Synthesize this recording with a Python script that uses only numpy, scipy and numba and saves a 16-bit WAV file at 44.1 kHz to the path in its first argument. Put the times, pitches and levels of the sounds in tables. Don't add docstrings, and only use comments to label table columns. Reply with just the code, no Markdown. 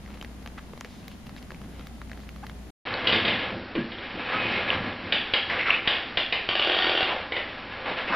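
import sys
import numpy as np
from scipy import signal
from scipy.fft import rfft, irfft, next_fast_len
from scipy.io import wavfile
from numba import njit

SR = 44100
rng = np.random.default_rng(int(sys.argv[2]) if len(sys.argv) > 2 else 0)


def persist_wave(psi):
    counts = np.round(np.clip(psi, -1, 1) * 32767).astype(np.int16)
    wavfile.write(sys.argv[1], SR, np.atleast_2d(counts).T)


N = 359415
T = np.arange(N) / SR
KITTENS_END_S, CAT_START_S = 2.705, 2.853

# (time [s], peak [dB], mouth resonance [Hz], tick re ring [dB])
SUCKS = [(0.0616, -33.5, 2010, -5), (0.0867, -37, 1250, -5), (0.1429, -36, 1350, 2),
         (0.213, -25.5, 2960, -2.5), (0.226, -28.5, 1280, -0.5), (0.247, -26.5, 2020, -2),
         (0.427, -38, 2000, -2), (0.4612, -26, 1450, -2), (0.4751, -29, 2450, -3), (0.735, -32.5, 1050, -5),
         (0.7765, -34, 1160, 0), (0.811, -24, 2070, -4), (0.8472, -26.5, 2290, -2),
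         (1.0807, -28, 1970, 4.5), (1.1158, -34, 1200, 1.5), (1.2683, -33, 1190, 2), (1.294, -34, 1270, 0),
         (1.3644, -32, 1710, -1), (1.427, -35, 1980, 0), (1.506, -27, 1690, -14), (1.5186, -28.5, 1150, -1),
         (1.546, -33, 2290, -12), (1.6165, -34, 1190, -1.5), (1.795, -34, 1250, -2),
         (1.81, -34.5, 1250, -2), (1.87, -29.5, 2100, 1), (2.0165, -28, 1600, -5), (2.097, -34, 2230, -6),
         (2.1162, -28, 1720, -4), (2.132, -33.5, 1900, -2), (2.175, -34, 1610, -2), (2.2027, -37, 1320, 2),
         (2.291, -29.5, 1850, 0), (2.362, -34, 1230, 0), (2.467, -28, 1950, 0.5),
         (2.497, -27.5, 1420, -1.5)]
# (start [s], length [s], level [dB], resonance [Hz])
SQUELCHES = [(0.136, 0.013, -52, 2400), (0.575, 0.021, -38.5, 1430), (0.85, 0.013, -51, 2080),
             (0.857, 0.18, -59.5, 3600), (1.093, 0.056, -57, 3000), (1.263, 0.012, -54, 2440),
             (1.366, 0.03, -57, 4030), (1.37, 0.02, -50, 2040), (1.701, 0.19, -59.5, 2350),
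             (2.19, 0.061, -61, 3670), (2.432, 0.018, -43, 1150)]
# (time [s], peak [dB], pitch [Hz])
PLOPS = [(.2262, -30, 5850), (.4753, -34, 6160), (0.735, -32, 465), (.776, -37, 540), (0.809, -22, 6000),
         (.8475, -38, 500), (.852, -34, 520), (1.5195, -32, 500)]
# (start [s], length [s], level [dB], pitch [Hz])
TEAT_CHIRP = (2.425, .026, -40, 820)
# (start [s], length [s], level [dB], mouth resonance [Hz])
STROKES = [(2.845, 0.62, -32, 1413), (3.059, 0.15, -28.5, 2115), (3.338, 0.19, -39, 2114),
           (3.549, 0.036, -48, 653), (3.993, 0.21, -41, 1950), (4.169, 0.44, -35, 1624),
           (4.271, 0.11, -30.5, 1410), (4.375, 0.24, -30, 2250), (4.664, 0.061, -27, 1614),
           (4.79, 0.11, -34, 1406), (4.979, 0.5, -39.5, 1530), (5.48, 0.13, -31.5, 1606),
           (5.649, .07, -29, 2400), (5.839, 0.14, -32.5, 2075), (6.344, 0.39, -40.5, 1910),
           (7.055, 0.057, -29.5, 1620), (7.114, 0.053, -32, 1038), (7.461, 0.48, -42, 1504),
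           (7.689, 0.2, -38.5, 1483), (7.843, 0.069, -31.5, 1040), (7.953, .05, -30.5, 1863),
           (8.055, 0.049, -30.5, 1413)]
# (start [s], length [s], level [dB])
RUBS = [(2.868, 0.083, -42), (3.008, 0.44, -39), (3.511, 0.056, -35), (4.118, 0.063, -38.5),
        (4.323, 0.47, -40), (4.714, 0.19, -37), (5.02, 0.14, -42), (5.494, 0.092, -41.5)]
# (start [s], length [s], level [dB], from [Hz], to [Hz], Q)
SQUEAKS = [(4.286, 0.1, -37, 1310, 1255, 2.5), (4.493, 0.092, -32, 2180, 2100, 1.9),
           (5.521, 0.058, -34.5, 1700, 1200, 1.4), (5.6, 0.027, -27, 2430, 2200, 3.5),
           (5.653, 0.09, -28, 1200, 1470, 3.1), (5.706, 0.052, -25.5, 2400, 2570, 5.1),
           (7.078, 0.07, -30.5, 824, 637, 1.8), (7.367, 0.072, -37, 2080, 1990, 4.7),
           (7.861, 0.068, -33, 750, 690, 1.3), (8.086, 0.14, -23, 950, 1230, 1.1)]
# (start [s], length [s], level [dB], from [Hz], to [Hz])
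WHISTLES = [(3.775, .07, -43, 1590, 1740), (4.331, .05, -25.5, 1260, 1290),
            (4.345, .145, -33.5, 2570, 2480), (4.51, .1, -33, 2190, 2120), (5.51, .045, -38, 700, 690),
            (5.73, .07, -37.5, 2920, 2960)]
# (time [s], level [dB], tilt [dB/oct])
SMACKS = [(3.0712, -29, 3), (3.0933, -38, -1), (3.1237, -31, 4.5), (3.135, -40, -1), (3.2502, -33, 0.5),
          (3.28, -32, 1.5), (3.7521, -39.5, -3), (3.917, -47.5, 1.5), (3.984, -48.5, 0), (5.1227, -29, 2.5),
          (5.336, -28.5, 2.5), (5.8742, -29, 3), (6.172, -30, 2.5), (6.3245, -31.5, 1.5),
          (7.028, -36.5, 2.5), (7.3203, -39, -1), (7.365, -37.5, 0)]
NIBBLES = [(6.4887, -33, 2), (6.5532, -34, 1.8), (6.595, -33.5, 1), (6.6234, -34.5, 0.5), (6.6478, -38, 0),
           (6.672, -35.5, -0.5), (6.6972, -33.5, 0), (6.7174, -37, 3), (6.7459, -36, 2.5),
           (6.7665, -36, -0.5), (6.7873, -34.5, 1), (6.8224, -34.5, 1), (6.843, -35.5, 0),
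           (6.8695, -35.5, .5), (6.8944, -34, .5), (6.9166, -39, -1), (6.95, -34, .5), (6.9749, -34.5, .5),
           (7.0066, -34, 0.5)]
# (time [s], level [dB], mouth resonance [Hz], Q)
SLURPS = [(5.4985, -36.5, 1870, 2.2), (5.593, -37.5, 2100, 3.1), (5.61, -49, 2380, 2.8),
          (5.657, -37.5, 1730, 2.3), (5.672, -38.5, 1970, 2.6), (7.3209, -41, 2120, 6),
          (7.365, -41.5, 2090, 4.3)]
# (centre [Hz], width [Hz], gain [dB])
NIBBLE_MODES = [(339, 17, -6.5), (595, 30, 1), (764, 16, 1.5), (1158, 23, -1.5), (1456, 70, 1),
                (1640, 21, -7.5), (1847, 23, 1), (2310, 26, -0.5), (3627, 21, -2), (4580, 100, 0)]
# (time [s], resonance [Hz])
JAW_PATH = [(6.49, 2950), (6.62, 2900), (6.7, 3320), (6.8, 3120), (6.92, 3120), (6.98, 3000), (7.03, 2690)]
# (time [s], peak [dB], pitch [Hz], half length [s])
POPS = [(2.9405, -19, 1800, .0005), (2.941, -19, 4200, .0006), (4.704, -6.5, 2850, .0005),
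        (5.7048, -10, 2650, .0006), (5.7066, -4.8, 2600, .0008)]
# (time [s], level [dB])
BUMPS = [(3.129, -26.5), (3.271, -29), (3.76, -22), (3.781, -39), (4.452, -31), (4.857, -37),
         (7.886, -40.5), (7.945, -43), (8.102, -33.5)]
NUDGES = [(5.337, -22), (5.876, -19.5), (6.173, -23.5), (6.49, -24), (7.029, -25)]
# (start [s], length [s], peak [dB], pitch [Hz])
THROBS = [(4.343, 0.047, -37, 106), (4.745, 0.041, -32, 101), (4.852, .026, -36, 126)]
# (frequency [Hz], gain [dB])
SEAT_MODES = [(140, -17.5), (202, -9.5), (234, -5.5), (283, -19), (337, -7.5)]
NURSERY_TONES = [(59.2, -56), (86.1, -70.5), (204.6, -64.5), (8802, -72.5)]
LOUNGE_TONES = [(50, -57.5), (108, -60), (233, -59)]
# (time [s], gain [dB])
HUM_SWELL = [(0, 9.5), (.3, 12), (.7, 7.5), (.9, 2), (1.3, 5), (1.7, 9.5), (2.1, 12), (2.7, 12)]
# (delay [s], gain before wet mix [dB])
ECHOES = [(.012, -9), (.021, -9), (.0275, -9), (.0335, -8.5), (.0385, -8), (.0435, -11), (.0495, -9),
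          (.058, -14), (.091, -13), (.119, -18)]
# (frequency [Hz], relative density [dB])
TICK_SPECTRUM = [(150, -20), (500, 4), (1200, 5.5), (2200, 7.5), (4500, 2), (8000, -18), (15000, -10)]
FUR_SPECTRUM = [(90, -22), (200, -10.5), (500, 0.5), (1250, -5), (1550, -5), (2500, -4), (3400, -6.5),
                (4250, -14), (5400, -28.5)]
SMACK_SPECTRUM = [(100, -27.5), (200, -11), (330, -2), (600, -1.5), (1050, -6.5), (1650, -4.5),
                  (2050, -0.5), (2350, -2), (2750, 0), (3450, -1), (3800, -9), (4150, -16), (4700, -16),
                  (5400, -33)]
NIBBLE_SPECTRUM = [(100, -25.5), (200, -15.5), (320, -5), (560, -6), (760, -3), (1050, -8.5), (1400, -5),
                   (2300, -5.5), (2750, -0.5), (3350, -3.5), (3700, -5.5), (4150, -17), (4650, -14),
                   (5300, -29)]
CUSHION_SPECTRUM = [(35, -19), (65, -9), (85, -5), (115, -1.5), (160, -7), (230, -2), (400, -7.5),
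                    (700, -11.5), (1500, -48.5)]
BUMP_SPECTRUM = [(60, -31.5), (140, 1.5), (280, 9), (450, -1), (800, -28.5), (1600, -9.5), (4000, -48)]
NURSERY_SPECTRUM = [(25, -2.5), (60, 0), (105, -0.5), (140, 1.5), (230, 4), (320, -6.5), (500, -13.5),
                    (750, -12), (1050, -24), (2000, -24.5), (4000, -52), (7000, -48), (11000, -33.5),
                    (15000, -53)]
HISS_SPECTRUM = [(500, 10), (3000, 4.5), (7000, -2.5), (11000, -9), (15000, -11.5)]
LOUNGE_SPECTRUM = [(25, -6.5), (55, -11.5), (80, -3), (120, -7.5), (165, -9), (240, -4), (570, -8.5),
                   (1070, -10.5), (1800, -9), (3370, -17.5), (4500, -19), (5500, -29)]


def suckling(size=8192, mouth_t60_s=0.004, glide_per_s=15, upper_ratio=2.11, upper_db=-17.5):
    out = np.zeros(N)
    for (s, db, hz, tick_db), (decay, shape) in zip(SUCKS, rng.standard_normal((len(SUCKS), 2))):
        phase = 2 * np.pi * hz * T[:size] * (1 + glide_per_s * T[:size])
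        upper = undb(upper_db) * np.sin(phase * upper_ratio * 2 ** (0.17 * shape))
        ring = unit((np.sin(phase) + upper) * fade(mouth_t60_s * 2 ** (.5 * decay), size))
        tick = colour(snap(0.0087, size), TICK_SPECTRUM, tilt_db_oct=tick_db)
        click = ring + undb(tick_db) * tick
        add(out, s, undb(db) * click / np.abs(click).max())
    for s, length_s, db, hz in SQUELCHES:
        squelch = formant(rng.standard_normal(size), hz, q=1.1)
        envelope = np.sqrt(np.sin(np.pi * ramp(length_s, size)).clip(0))
        add(out, s, undb(db) * squelch * envelope)
    droplets = grains(per_s=220, spread_db=2.2)
    fizz = colour(droplets, TICK_SPECTRUM, tilt_db_oct=-4.5) * undb(-60.5 + 3.5 * walk(9.23))
    return room(out + fizz, t60_s=0.06, wet_db=-11)


def plopping(size=2048, t60_cycles=8.7, pitch_rise=0.18):
    out = np.zeros(N)
    for s, db, hz in PLOPS:
        cycles = hz * T[:size]
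        ring = np.sin(2 * np.pi * cycles * (1 + pitch_rise / 2 * cycles / t60_cycles))
        add(out, s, undb(db) * ring * fade(t60_cycles / hz, size))
    return out


def chirping(size=2048, pitch_rise=0.24):
    s, length_s, db, hz = TEAT_CHIRP
    along = ramp(length_s, size)
    phase = 2 * np.pi * np.cumsum(hz * (1 + pitch_rise * (along - .5))) / SR
    tone = sum(np.sin(k * phase) * undb(-11 * (k - 1)) for k in (1, 2, 3))
    out = np.zeros(N)
    add(out, s, undb(db) * unit(tone) * np.sin(np.pi * along))
    return out


def licking():
    mouth_path = [(s + length_s / 2, hz) for s, length_s, _, hz in STROKES]
    hairs = colour(grains(per_s=5000, spread_db=2.1), FUR_SPECTRUM)
    mouth = unit(resonate(hairs, curve(mouth_path), 1.0))
    pressure = swells(STROKES, attack_s=0.024, release_s=0.096, rest_db=-60.5)
    return unit(hairs + undb(-3) * mouth) * pressure * undb(0.69 * walk(45))


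def squeaking(size=8192):
    out = np.zeros(N)
    for s, length_s, db, from_hz, to_hz, q in SQUEAKS:
        along = ramp(length_s, size)
        hz = from_hz + (to_hz - from_hz) * along
        slips = rng.standard_normal(size) * undb(4.8 * walk(220)[:size])
        add(out, s, undb(db) * formant(slips, hz, q) * np.sin(np.pi * along))
    return room(out, t60_s=0.59, wet_db=-3.5)


def whistling(size=8192, waver=0.012):
    out = np.zeros(N)
    for s, length_s, db, from_hz, to_hz in WHISTLES:
        along = ramp(length_s, size)
        hz = (from_hz + (to_hz - from_hz) * along) * (1 + waver * walk(400)[:size])
        phase = 2 * np.pi * np.cumsum(hz) / SR
        tone = unit(np.sin(phase) * undb(3 * walk(130)[:size]))
        add(out, s, undb(db) * tone * np.sqrt(np.sin(np.pi * along).clip(0)))
    return room(out, t60_s=0.35, wet_db=-10)


def smacking(size=16384):
    out = np.zeros(N)
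    for s, db, tilt_db_oct in SMACKS:
        burst = snap(0.008, size, hold_s=0.0026)
        add(out, s, undb(db) * colour(burst, SMACK_SPECTRUM, tilt_db_oct))
    return walls(out, wet_db=-1.2)


def slurping(size=16384):
    out = np.zeros(N)
    for s, db, hz, q in SLURPS:
        click = snap(0.0064, size, hold_s=0.0016)
        add(out, s, undb(db) * formant(click, hz, q))
    return walls(out, wet_db=-4)


def nibbling(size=16384, common_gain=0.71, jaw_q=14.0, jaw_db=-4.5):
    ticks = np.zeros(N)
    common = common_gain * snap(0.0078, size, hold_s=0.0019)
    for s, db, tilt_db_oct in NIBBLES:
        tick = common + snap(0.0092, size, hold_s=0.0021)
        add(ticks, s, undb(db) * colour(tick, NIBBLE_SPECTRUM, tilt_db_oct))
    rings = sum(undb(db) * resonate(ticks, np.full(N, float(hz)), hz / width_hz)
                for hz, width_hz, db in NIBBLE_MODES)
    mouth = undb(jaw_db) * resonate(ticks, curve(JAW_PATH), jaw_q)
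    return walls(undb(-1) * (ticks + rings + mouth), wet_db=-4.6)


def popping(size=512):
    out = np.zeros(N)
    t = T[:size] - T[size // 2]
    for s, db, hz, half_s in POPS:
        add(out, s + t[0], undb(db) * np.cos(2 * np.pi * hz * t) * np.exp(-(t / half_s) ** 2))
    return room(out, t60_s=0.39, wet_db=-9)


def bumping(size=16384, nudge_s=0.0014):
    out = np.zeros(N)
    ring = sum(undb(db) * np.sin(2 * np.pi * hz * T[:size]) for hz, db in SEAT_MODES) * fade(0.46, size)
    for s, db in BUMPS:
        thud = undb(-3.5) * colour(rng.standard_normal(size), BUMP_SPECTRUM) * fade(0.36, size)
        add(out, s, undb(db) * (ring + thud))
    for s, length_s, db, hz in THROBS:
        envelope = np.sin(np.pi * ramp(length_s, size))
        add(out, s, undb(db) * np.sin(2 * np.pi * hz * T[:size]) * envelope)
    for s, db in NUDGES:
        add(out, s, undb(db) * np.sin(np.pi * ramp(nudge_s, size)))
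    return out


def rubbing():
    friction = colour(grains(per_s=1200, spread_db=2.8), CUSHION_SPECTRUM)
    pressure = swells(RUBS, attack_s=0.026, release_s=0.07, rest_db=-56.5)
    return friction * pressure * undb(0.5 * walk(25))


def nursery():
    drone = hum(NURSERY_TONES[:-1], drift_rad=0.09, drift_hz=3.5) * undb(curve(HUM_SWELL))
    whine_hz, whine_db = NURSERY_TONES[-1]
    whine = undb(whine_db) * np.sin(2 * np.pi * whine_hz * T + 1.1 * walk(70))
    air = noise(NURSERY_SPECTRUM) * undb(-45 + walk(8.95))
    side = noise(NURSERY_SPECTRUM) * undb(-56.5)
    hiss = np.array([noise(HISS_SPECTRUM) for _ in range(2)]) * undb(-54)
    return drone + whine + air + np.outer([1, -1], side) + hiss


def lounge():
    air = noise(LOUNGE_SPECTRUM) * undb(-41 + walk(5.9))
    return air + hum(LOUNGE_TONES, drift_rad=0.5, drift_hz=6)


def hum(tones, drift_rad, drift_hz):
    return sum(undb(db) * np.sqrt(2) * np.sin(2 * np.pi * hz * T + drift_rad * walk(drift_hz))
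               for hz, db in tones)


def room(x, t60_s, wet_db, size=32768):
    tail = rng.standard_normal(size) * fade(t60_s, size)
    tail *= undb(wet_db) / np.linalg.norm(tail)
    return x + signal.fftconvolve(x, tail)[:N]


def walls(x, wet_db, t60_s=0.54, diffuse_db=9.5, size=32768):
    response = rng.standard_normal(size) * fade(t60_s, size)
    response *= undb(diffuse_db) / np.linalg.norm(response)
    for delay_s, db in ECHOES:
        response[int(delay_s * SR)] += undb(db)
    response *= undb(wet_db)
    response[0] += 1
    return signal.fftconvolve(x, response / np.linalg.norm(response))[:N]


def snap(t60_s, size, hold_s=0):
    index = np.arange(size)
    envelope = fade(t60_s, size)[np.maximum(index - int(hold_s * SR), 0)]
    spectrum = rfft(rng.standard_normal(size) * envelope)
    flattened = spectrum / (np.abs(spectrum) + 0.43 * np.abs(spectrum).mean())
    return irfft(flattened, size) * (index < size // 2)


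def grains(per_s, spread_db):
    impulses = (rng.random(N) < per_s / SR) * rng.choice([-1, 1], N)
    return impulses * undb(spread_db * np.minimum(rng.exponential(size=N), 4))


def noise(spectrum):
    return colour(rng.standard_normal(N), spectrum)


def colour(x, spectrum, tilt_db_oct=0):
    size = next_fast_len(len(x), True)
    octave = np.log2(np.maximum(np.fft.rfftfreq(4096, 1 / SR), 10))
    hz, db = np.transpose(spectrum)
    gain_db = np.interp(octave, np.log2(hz), db) + tilt_db_oct * octave
    cepstrum = irfft(np.log(undb(gain_db)))
    half = len(cepstrum) // 2
    causal = np.r_[0, 2 * cepstrum[1:half]]
    response = irfft(np.exp(rfft(causal, 2 * half)))
    return unit(irfft(rfft(x, size) * rfft(response, size), size)[:len(x)])


def formant(x, hz, q):
    centre_hz = hz * np.ones(len(x))
    return unit(resonate(resonate(x, centre_hz, float(q)), centre_hz, float(q)))


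@njit
def resonate(x, hz, q):
    y = np.empty(len(x))
    band_state, low_state = 0., 0.
    for i in range(len(x)):
        g = np.tan(np.pi * min(hz[i], .4 * SR) / SR)
        band = (band_state + g * (x[i] - low_state)) / (1 + g * (g + 1 / q))
        band_state = 2 * band - band_state
        low_state += 2 * g * band
        y[i] = band / q
    return y


def swells(moves, attack_s, release_s, rest_db):
    gain = np.full(N, undb(rest_db))
    for s, length_s, db, *_ in moves:
        rise = np.clip((T - s) / attack_s, 0, 1)
        fall = np.exp(-np.maximum(T - s - length_s, 0) / release_s)
        gain = np.maximum(gain, undb(db) * rise * fall)
    return gain


def walk(rate_hz):
    knots = rng.standard_normal(2000)
    return np.interp(T * rate_hz, np.arange(len(knots)), knots)


def curve(points):
    return np.interp(T, *np.transpose(points))


def ramp(length_s, size):
    return np.minimum(T[:size] / length_s, 1)


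def fade(t60_s, size):
    return np.exp(-np.log(1000) * T[:size] / t60_s)


def add(track, s, sound):
    i = max(int(s * SR), 0)
    track[i:i + len(sound)] += sound[:max(N - i, 0)]


def unit(x):
    return x / np.sqrt(np.mean(x ** 2) + 1e-20)


def undb(db):
    return 10 ** (np.asarray(db) / 20)


def scene():
    balance_db = [[.45], [-.45]]
    kittens = (suckling() + plopping() + chirping() + nursery()) * undb(balance_db)
    friction = room(licking() + rubbing(), t60_s=0.12, wet_db=-5.5)
    mouth = squeaking() + whistling() + smacking() + slurping() + nibbling() + popping()
    cat = friction + mouth + bumping() + lounge()
    notch = signal.butter(6, (7850, 8700), "bandstop", fs=SR, output="sos")
    lowpass = signal.ellip(7, .3, 44, 5550, fs=SR, output="sos")
    kittens = signal.sosfilt(notch, kittens * (T < KITTENS_END_S))
    cat = signal.sosfilt(lowpass, cat * (T > CAT_START_S))
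    return kittens + cat


def record(dry):
    return signal.sosfilt(signal.ellip(8, .2, 70, 15200, fs=SR, output="sos"), dry)


dry = scene()
out = record(dry)
persist_wave(out)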